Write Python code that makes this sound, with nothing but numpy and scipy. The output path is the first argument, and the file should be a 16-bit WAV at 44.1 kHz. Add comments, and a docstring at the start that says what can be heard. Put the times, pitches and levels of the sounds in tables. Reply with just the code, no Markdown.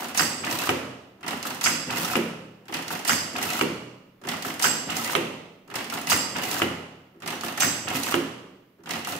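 """A hand-cranked adding machine, pulled and let back again and again on a table in a bare room.
Every stroke runs the same chain of parts: levers click and pawls snap on the pull, the steel racks
let go with a ringing crash, gears rattle and loose levers clink on the return, and the handle lands
on its stop with a thud that the iron case, the table and the room carry on.
Soft room noise and a faint hum sit underneath."""
import sys
import numpy as np
from scipy import signal
from scipy.fft import rfft, irfft, next_fast_len
from scipy.io import wavfile
from scipy.ndimage import uniform_filter1d

SR = 44100
rng = np.random.default_rng(int(sys.argv[2]) if len(sys.argv) > 2 else 0)


def transcribe(u):
    """Save the signal u as a 16-bit wav file named by the first command-line argument.

    u: samples, shape (n,) or (channels, n), limited to [-1, 1]; the rate is SR.
    q: integer samples, one column per channel.
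    """
    v = np.clip(np.atleast_2d(u).T, -1, 1)
    q = np.round(v * 32767).astype(np.int16)
    wavfile.write(sys.argv[1], SR, q)


N = 405279

# Cues of a stroke, one row each time they come round: (time [s], strength [dB])
GRIPS = [(1.1837, -1), (2.6174, -4), (4.2145, 5.5), (5.676, 4.5), (7.1427, 0.5), (8.7853, 0)]  # hand tightens on the handle
TOUCHES = [(1.2082, 0), (2.6548, -1.5), (4.2145, -0.42), (5.677, -1.5), (7.2022, -1), (8.8353, -0.72)]  # handle first stirs
TAKE_UPS = [(1.2298, 1), (2.6819, -1), (4.2376, 0), (5.7009, -1), (7.221, 1), (8.8586, -0.5)]  # slack is taken up
LATCHES = [(1.2781, 0), (2.7387, 0.00058), (4.2857, 0), (5.7548, 0), (7.275, 0), (8.9059, 0)]  # key lock drops
PAWLS = [(-0.008, 0.0059), (1.4532, 0), (2.9055, 0), (4.4492, 0.015), (5.9248, 0.0037), (7.4354, 0.0073),
         (9.0727, 0)]  # first pawl catches
CAMS = [(0.0433, 0.005), (1.5047, 0.0096), (2.9507, 0), (4.4998, 0), (5.9726, 0.0051), (7.4816, 0),
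        (9.1216, 0)]  # cam passes
LANDINGS = [(0.194, 0), (1.659, 0), (3.0935, 0), (4.6413, 0), (6.117, 0.003), (7.6204, 0)]  # first rack lands
RETURNS = [(0.445, 0.0017), (1.9037, 0.0022), (3.362, 0), (4.8992, 0), (6.3627, 0), (7.881, 0.012)]  # handle starts back
MESHES = [(0.499, 0), (1.9585, 0), (3.4145, 0.0032), (4.9551, 0.0064), (6.4225, 0), (7.9449, 0.0029)]  # wheels mesh
RESETS = [(0.5875, 0), (2.0474, 0), (3.5024, 0), (5.0449, 0), (6.513, 0), (8.033, 0.012)]  # keys spring up
STOPS = [(0.691, 0), (2.154, 0.0058), (3.611, 0.0047), (5.151, 0.011), (6.618, 0), (8.141, 0)]  # handle lands on its stop
# racks let go: (time [s], ring of each of the four rack groups [dB], strength [dB])
RELEASES = [(0.175, -31.5, -25.5, -33, -37.5, 0), (1.6399, -31.5, -28.5, -36.5, -35, 0),
            (3.0781, -31, -25, -35, -35.5, 0.0099), (4.6239, -34, -27.5, -32.5, -36.5, 0),
            (6.099, -29, -27, -34.5, -38, 0.0049), (7.604, -33, -25.5, -32, -39.5, 0),
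            (9.26, -30, -27, -31, -34, 0)]
CUES = dict(hand=GRIPS, touch=TOUCHES, take_up=TAKE_UPS, latch=LATCHES, pawl=PAWLS, cam=CAMS,
            release=RELEASES, landing=LANDINGS, back=RETURNS, mesh=MESHES, reset=RESETS, stop=STOPS)

# lever hits: (cue, offset [s], tick [dB], tick pitch [Hz], clack [dB], clank [dB], knock [dB])
LEVER_HITS = [("hand", 0, -68.5, 5000, -54.5, -72, -41.5), ("hand", 0.018, -69.5, 5000, -52.5, -64, -54),
              ("touch", 0, -49, 6800, -48, -56, -49), ("take_up", 0, -37.5, 4000, -41, -39, -35),
              ("take_up", .011, -41.5, 4400, -32.5, -39.5, -33),
              ("latch", -.015, -32, 6000, -28, -30.5, -42), ("latch", 0, -25.5, 6500, -32.5, -33.5, -38),
              ("latch", .003, -22, 4350, -28, -28.5, -33.5), ("latch", .029, -24, 3800, -30.5, -29, -37),
              ("latch", .049, -36, 6000, -25.5, -32.5, -30.5),
              ("pawl", -0.082, -34.5, 6900, -45, -38.5, -46.5),
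              ("pawl", -.026, -25.5, 5500, -45, -32.5, -51.5), ("pawl", 0, -34, 11000, -27, -33.5, -28),
              ("pawl", 0.026, -42, 8100, -28.5, -37, -33.5), ("cam", 0, -28, 4700, -28, -32, -35),
              ("cam", .041, -32.5, 8500, -39.5, -38, -41.5),
              ("release", -0.029, -25, 6800, -29, -30, -37.5), ("release", 0, -19.5, 6600, -27.5, -27, -39),
              ("landing", 0, -24.5, 5500, -19.5, -19.5, -29), ("back", -.011, -44, 5700, -27, -32, -34),
              ("back", 0.0028, -21.5, 4400, -29, -32, -33.5), ("back", 0.02, -29, 6400, -25, -28.5, -39),
              ("mesh", 0, -29, 5200, -43, -39, -36), ("mesh", .012, -23.5, 6900, -40.5, -29, -28),
              ("reset", -0.033, -38, 10000, -30, -44, -41.5), ("reset", 0, -22, 7600, -35, -29, -35.5),
              ("reset", 0.03, -26.5, 6500, -28.5, -27.5, -32),
              ("stop", -.052, -33.5, 6000, -33, -37, -38.5),
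              ("stop", -0.018, -31.5, 7600, -28.5, -30.5, -33.5), ("stop", 0, -23, 5100, -19.5, -21, -16),
              ("stop", 0.011, -29, 12000, -26.5, -31.5, -35)]
# ring of the levers and of the side plates: (frequency [Hz], width [Hz], level [dB])
LEVER_MODES = [(718.5, 81, 8), (967, 95, 7.5), (1130, 227, 4.5), (1358, 280, 4.5), (1540, 100, 4),
               (1710, 180, 0)]
PLATE_MODES = [(1962, 276, 2.5), (2598, 210, 2), (2834, 200, 3.5), (3370, 800, -7.5)]
# body of case and table: (frequency [Hz], level [dB], undamped t60 [s])
CASE_MODES = [(90, -8, 0.94), (122.2, -4.5, 1), (164, -3, 1), (197.3, -2.5, 1), (228, -1, 0.43),
              (275, 0.5, 0.3), (334.2, -2.5, 0.19), (358.7, -1, 0.16), (401.7, -5, 0.17),
              (503.5, -6.5, 0.38), (583, -16, 0.18)]
# gear train envelopes: (cue, offset [s], rattle [dB], fizz [dB], rumble [dB])
GEAR_ENVELOPES = [("touch", -.004, -100, -100, -100), ("touch", .002, -59, -71.5, -63),
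                  ("take_up", 0, -66.5, -67.5, -52), ("latch", .01, -55, -43.5, -36.5),
                  ("pawl", -0.021, -48.5, -56.5, -46), ("pawl", -0.0065, -50.5, -50, -52),
                  ("pawl", 0.016, -39, -33.5, -35.5), ("release", -.043, -49, -56.5, -47.5),
                  ("release", 0.0049, -32, -25.5, -38.5), ("release", 0.043, -36, -29.5, -29.5),
                  ("back", -0.055, -55, -65, -48), ("back", -0.024, -52, -53.5, -35.5),
                  ("back", -0.0089, -40.5, -57.5, -36), ("mesh", 0.017, -35.5, -33.5, -34.5),
                  ("reset", .035, -40, -36.5, -38.5), ("stop", -0.016, -36.5, -32, -41),
                  ("stop", -0.0067, -100, -100, -100)]
# fizz of small steel parts: (frequency [Hz], level [dB])
FIZZ_EQ = [(2060, -12.5), (3500, -3), (5330, -5.5), (8970, -6.5), (9990, -10), (13800, -4.5),
           (15100, -11.5), (16000, -2)]
# single blows of pawls, keys, racks, the handle at its stop and a soft knock of the hand: (cue, offset [s],
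# level [dB], pitch [Hz])
SINGLE_BLOWS = [("take_up", 0, -33, 1400), ("latch", -0.011, -34, 1800), ("latch", 0.0017, -22.5, 2000),
                ("latch", 0.029, -27, 740), ("pawl", 0, -18, 1300), ("release", -0.024, -22, 2000),
                ("release", 0, -23, 2800), ("release", 0, -15, 8800), ("reset", 0, -24, 4100),
                ("stop", .001, -12.5, 2440), ("stop", .002, -24, 1800), ("stop", .001, -13.5, 3000),
                ("landing", .001, -8.5, 1357), ("landing", .001, -17.5, 2900), ("landing", 0.014, -11, 1500),
                ("hand", 0, -47, 400), ("back", 0, -23, 1500), ("back", 0, -18.5, 2650),
                ("reset", 0.053, -18, 1500), ("stop", -0.018, -15, 1180), ("stop", .001, -14, 390),
                ("stop", .001, -8.5, 1280)]
# steel racks in four groups of lengths, per filter pass: (frequency [Hz], width [Hz], level [dB])
RACK_MODES = [
    [(4545, 130, -3.5), (4778, 69, -1), (4870, 120, 0.5), (5025, 170, -1), (5230, 230, -3), (5510, 140, -7)],
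    [(5650, 170, -1.5), (6300, 200, 2.5), (6390, 170, 1), (6580, 420, -1)],
    [(7610, 120, -0.5), (7556, 110, 4), (7660, 190, -0.5), (8060, 47, 0)],
    [(10030, 150, -6.5), (10360, 260, 0), (11360, 280, -3), (12200, 200, -6), (14300, 500, -10.5)],
]
# decay of the jangle, one per rack group: (t60 [s])
RACK_T60 = [0.52, 0.32, 0.57, 0.46]
# case struck at the handle's stop: (frequency [Hz], level [dB], t60 [s])
THUD_MODES = [(125, -12.5, 1), (159, -14.5, 0.73), (190, -12.5, 1), (227, -18.5, 0.61), (263.4, -7, 0.85),
              (278.8, -4, 0.33), (323.4, -3.5, 0.26), (344.4, 1, 0.25), (392, -5, 0.22), (427, -6, 0.3),
              (476, -5, 0.29), (510.3, -1.5, 0.24), (552, -7.5, 0.31), (587, -18, 0.3)]
# colour of the room's answer: (frequency [Hz], gain [dB])
REVERB_EQ = [(80, -12.5), (250, -5), (500, -1), (1000, 0), (4000, -0.5), (15000, -6)]
# room tail: (frequency [Hz], t60 [s])
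REVERB_T60 = [(80, 0.89), (250, 0.94), (600, 1), (1500, 0.81), (4000, 0.83), (10000, 0.66), (16000, 0.4)]
# room noise and the hum under it: (frequency [Hz], level [dB])
AIR_EQ = [(15, -34), (25, -4), (64, -3.5), (212, -2), (516, -7), (695, -17), (796, -16.5), (2000, -19.5),
          (8140, -41), (16000, -28)]
HUM_TONES = [(192, -59.5)]
# stereo width: (frequency [Hz], left-right likeness [0 wide, 1 mono])
LIKENESS = [(60, 0.96), (150, 1), (300, 0.94), (600, 0.53), (1200, 0.22), (2400, 0.06), (5000, 0),
            (15000, 0.023)]
# stereo balance: (frequency [Hz], left minus right [dB])
BALANCE = [(60, -2.5), (99, -1.5), (160, -0.5), (270, -2.5), (450, -3), (740, 1), (1220, -3), (2010, -2.5),
           (3330, -3.5), (5500, -7), (9080, -1.5), (15000, 2)]
# microphone colour: (frequency [Hz], gain [dB])
MIC_EQ = [(100, -4), (15600, 3), (15900, -28), (17000, -40.5)]

CLINK_HZ, CLINK_DB, CLINK_T60 = [741, 956, 1306, 2010, 2590, 2870], -26.5, 0.073
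THUD_DB, LANDING_DB, SING_DB = -24, -10.5, 5  # case boom, racks landing, case ringing along
SCATTER_DB, JANGLE_DB = 1.5, 4  # level spread from hit to hit, and within a rack's shake
WAVER_RAD = 0.48  # step of the slow phase wander that roughens the thud
TOP_HZ = 17000


def amp(db):
    return 10 ** (np.asarray(db) / 20)


def unit(x):
    return x / np.sqrt(np.mean(x ** 2) + 1e-20)


def along(points, hz):
    """Reads a (frequency, value) curve on a log axis."""
    f, v = np.transpose(points)
    return np.interp(np.log(hz + 1), np.log(f + 1), v)


def filtered(x, response):
    """Plays x through a complex frequency response."""
    m = next_fast_len(x.shape[-1] + SR // 2)
    return irfft(rfft(x, m) * response(np.fft.rfftfreq(m, 1 / SR)), m)[..., :x.shape[-1]]


def resonances(peaks):
    """A resonator bank of (frequency, width, level) peaks that passes white noise at its own power."""
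    def response(f):
        bank = sum((-1) ** k * amp(db) * 1j * f * width / (hz * hz - f * f + 1j * f * width)
                   for k, (hz, width, db) in enumerate(peaks))
        return bank / np.sqrt(np.mean(abs(bank) ** 2))
    return response


def case_body(decay_scale):
    """The case's modes; a scale under 1 damps them, as a hand on the handle does."""
    return resonances([(hz, 2.0 / (t60 * decay_scale), db) for hz, db, t60 in CASE_MODES])


def burst(t60, rise, size=3072):
    """Two unlike puffs of noise: several parts touch within the rise time, then die away."""
    t = np.arange(size) / SR
    return (1 - np.exp(-t / rise)) * amp(-60 * t / t60) * rng.standard_normal((2, size))


def blow(db, hz, t60=0.013):
    """A hard blow rings its lever as one short ping."""
    t = np.arange(2000) / SR
    envelope = amp(db - 60 * t / t60) * (1 - np.exp(-t / 0.0001))
    return envelope * np.sin(2 * np.pi * hz * t + 2 * np.pi * rng.random((2, 1)))


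def add(track, s, sound):
    i = round(s * SR)
    sound = sound[:, max(-i, 0):max(N - i, 0)]
    track[:, max(i, 0):max(i, 0) + sound.shape[1]] += sound


def every_stroke(parts):
    """Lays a one-stroke table on its cues, in order: (time [s], strength [dB], its own columns)."""
    return sorted((s + offset, db, *rest) for cue, offset, *rest in parts for s, *_, db in CUES[cue])


def lever_clicks():
    """Each contact layers a bright tick, a clack in the levers, a plate clank and a knock in the case."""
    ticks, clacks, clanks, knocks = np.zeros((4, 2, N))
    for s, db, tick_db, hz, *body_db in every_stroke(LEVER_HITS):
        band = signal.butter(1, [.5 * hz, min(1.32 * hz, 19000)], "bandpass", fs=SR)
        puff = burst(0.019, rise=0.0009) + 0.3 * burst(0.082, rise=0.0018)  # a snap, then a rattle
        scatter_db = SCATTER_DB * rng.standard_normal(4)
        tick, clack, clank, knock = amp(db + np.array([tick_db, *body_db]) + scatter_db)
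        add(ticks, s, tick * (1.81 * signal.lfilter(*band, puff) + 0.22 * np.diff(puff, prepend=0)))
        add(clacks, s, clack * burst(0.063, rise=0.0015))
        add(clanks, s, clank * burst(0.07, rise=0.0026))
        add(knocks, s, knock * burst(0.065, rise=0.0014))
    metal = filtered(clacks, resonances(LEVER_MODES)) + filtered(clanks, resonances(PLATE_MODES))
    return ticks + metal + filtered(knocks, case_body(decay_scale=0.49))


def gear_rattle():
    """Teeth and pawls chatter as dense uneven impacts, loud while the train moves, silent at rest."""
    s, strength_db, *levels_db = np.transpose(every_stroke(GEAR_ENVELOPES))
    rattle, fizz, rumble = (amp(np.interp(np.arange(N) / SR, s, strength_db + db)) for db in levels_db)
    teeth = (rng.random(N) < 350 / SR) * amp(4.5 * rng.exponential(size=N).clip(0, 2.5))
    grain = 0.37 + unit(signal.lfilter([1], [1, -np.exp(-1 / (0.0031 * SR))], teeth))  # 3 ms tails
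    chatter = grain * rng.standard_normal((3, 2, N))
    metal = filtered(chatter[0],
                     lambda hz: resonances(LEVER_MODES)(hz) + 0.85 * resonances(PLATE_MODES)(hz))
    small_parts = filtered(chatter[1], lambda hz: amp(along(FIZZ_EQ, hz)))
    body = filtered(chatter[2], case_body(decay_scale=0.089))
    return rattle * unit(metal) + fizz * unit(small_parts) + rumble * unit(body)


def snaps():
    """Pawls, keys and the handle strike singly, the hand knocks softly at its grip; freed racks land in a quick
    flurry, the later ones tending softer."""
    out = np.zeros((2, N))
    for s, strength_db, db, hz in every_stroke(SINGLE_BLOWS):
        add(out, s, blow(strength_db + db, hz * (1 + 0.054 * rng.standard_normal())))
    for s, db in LANDINGS:
        for late, pitch, soft in rng.random((10, 3)):
            landing = blow(db + LANDING_DB - 9 * late - 6 * soft, 1050 * 2.3 ** pitch)
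            add(out, s + 0.003 + 0.049 * late, landing)
    return out


def rack_crash():
    """Rows of nearly equal racks jangle against each other: a dense steel ring, shaken unevenly."""
    out, size = np.zeros((2, N)), SR // 2
    for s, *group_db, _ in RELEASES:
        for group, t60, level_db in zip(RACK_MODES, RACK_T60, group_db):
            detuned = [(hz * (1 + 0.0022 * rng.standard_normal()), width, db) for hz, width, db in group]
            shake_db = JANGLE_DB * np.interp(np.linspace(0, 39, size), range(40), rng.standard_normal(40))
            jangle = amp(shake_db) * burst(t60, rise=0.006, size=size)
            ring = filtered(jangle, lambda hz: resonances(detuned)(hz) ** 2)  # two passes: deep valleys
            add(out, s - .003, amp(level_db - 12) * ring)
    return out


def lever_clinks():
    """On the way back loose levers are knocked at random and ring briefly, each at its own pitch."""
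    out = np.zeros((2, N))
    for (start, _), (end, _) in zip(RETURNS, STOPS):
        for late, which, soft, bend in rng.random((12, 4)):
            hz = CLINK_HZ[int(which * len(CLINK_HZ))] * (1 + .03 * (bend - .5))
            add(out, start + late * (end - start), blow(CLINK_DB - 7 * soft, hz, CLINK_T60))
    return out


def handle_thuds():
    """The handle's weight strikes the same spot each time, so the case booms at the same pitches."""
    out, t = np.zeros((2, N)), np.arange(SR) / SR
    hz, level_db, t60 = np.transpose(THUD_MODES)[:, :, None]
    attack = 1 - np.exp(-t / 0.0013)
    for s, db in STOPS:
        mid_scatter, side_gains = rng.standard_normal((2, len(THUD_MODES)))
        walks = np.cumsum(rng.standard_normal((len(THUD_MODES), 41)), axis=1)
        wander = WAVER_RAD * np.array([np.interp(40 * t, np.arange(41), w - w[0]) for w in walks])
        modes = attack * amp(level_db - 60 * t / t60) * np.sin(2 * np.pi * hz * t + wander)
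        add(out, s, amp(db + THUD_DB) * np.array([amp(1.4 * mid_scatter), side_gains]) @ modes)
    return out


def case_ring(x):
    """The slow modes of case and table pick up the bass and hold it at steady pitches."""
    def held(hz):
        body = case_body(decay_scale=1)(hz)
        return amp(SING_DB) * body / abs(body).max()
    return filtered(x, held)


def room_reverb(x):
    """The room stores each band's energy and gives it back as a diffuse wash, fading at its own rate."""
    frames = dict(fs=SR, nperseg=1024, noverlap=768)
    predelayed = np.pad(x, ((0, 0), (400, 0)))[:, :N]
    hz, t, spectrum = signal.stft(predelayed, **frames)
    feedback = amp(-120 * t[1] / along(REVERB_T60, hz))  # share of power that outlives a frame
    power = uniform_filter1d(np.mean(abs(spectrum) ** 2, axis=0), size=5, axis=0)
    stored = np.array([signal.lfilter([1 - k], [1, -k], band) for k, band in zip(feedback, power)])
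    wash = signal.stft(rng.standard_normal((2, N)), **frames)[2]
    wash /= np.sqrt(np.mean(abs(wash) ** 2))
    return signal.istft(wash * np.sqrt(abs(stored)), **frames)[1][:, :N]


def room_tone():
    """A bed of soft, dark noise and a faint hum."""
    air = unit(filtered(rng.standard_normal((2, N)), lambda hz: amp(along(AIR_EQ, hz))))
    hum = sum(amp(db) * np.sin(2 * np.pi * hz * np.arange(N) / SR) for hz, db in HUM_TONES)
    return amp(-61.0) * air + hum


def scene():
    """Machine and room are mixed as mid and side, then spread: near mono in the bass, wide on top."""
    clatter = lever_clicks() + rack_crash() + gear_rattle()
    blows = snaps() + lever_clinks()
    thuds = handle_thuds()
    machine = clatter + blows + thuds
    send = filtered(clatter + amp(-5.5) * blows + amp(-2.0) * thuds, lambda hz: amp(along(REVERB_EQ, hz)))
    mix = machine + case_ring(machine) + amp(-1.0) * room_reverb(send) + room_tone()
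    spread = lambda hz: np.arccos(along(LIKENESS, hz)) / 2
    mid, side = filtered(mix, lambda hz: np.array([np.cos(spread(hz)), np.sin(spread(hz))]))
    return filtered(np.array([mid + side, mid - side]), lambda hz: amp(along(BALANCE, hz) * [[.5], [-.5]]))


def record(dry):
    """The microphone thins the deep bass, adds a faint rumble, tilts bright and cuts the very top."""
    low_cut = signal.butter(3, 80, "highpass", fs=SR, output="sos")
    rumble_band = signal.butter(2, 55, "lowpass", fs=SR, output="sos")
    rumble = amp(-76.0) * unit(signal.sosfilt(rumble_band, rng.standard_normal((3, N))))
    picked_up = signal.sosfilt(low_cut, dry) + rumble[0] + .4 * rumble[1:]
    return filtered(picked_up, lambda hz: amp(along(MIC_EQ, hz)) * (hz < TOP_HZ))


dry = scene()
out = record(dry)
transcribe(out)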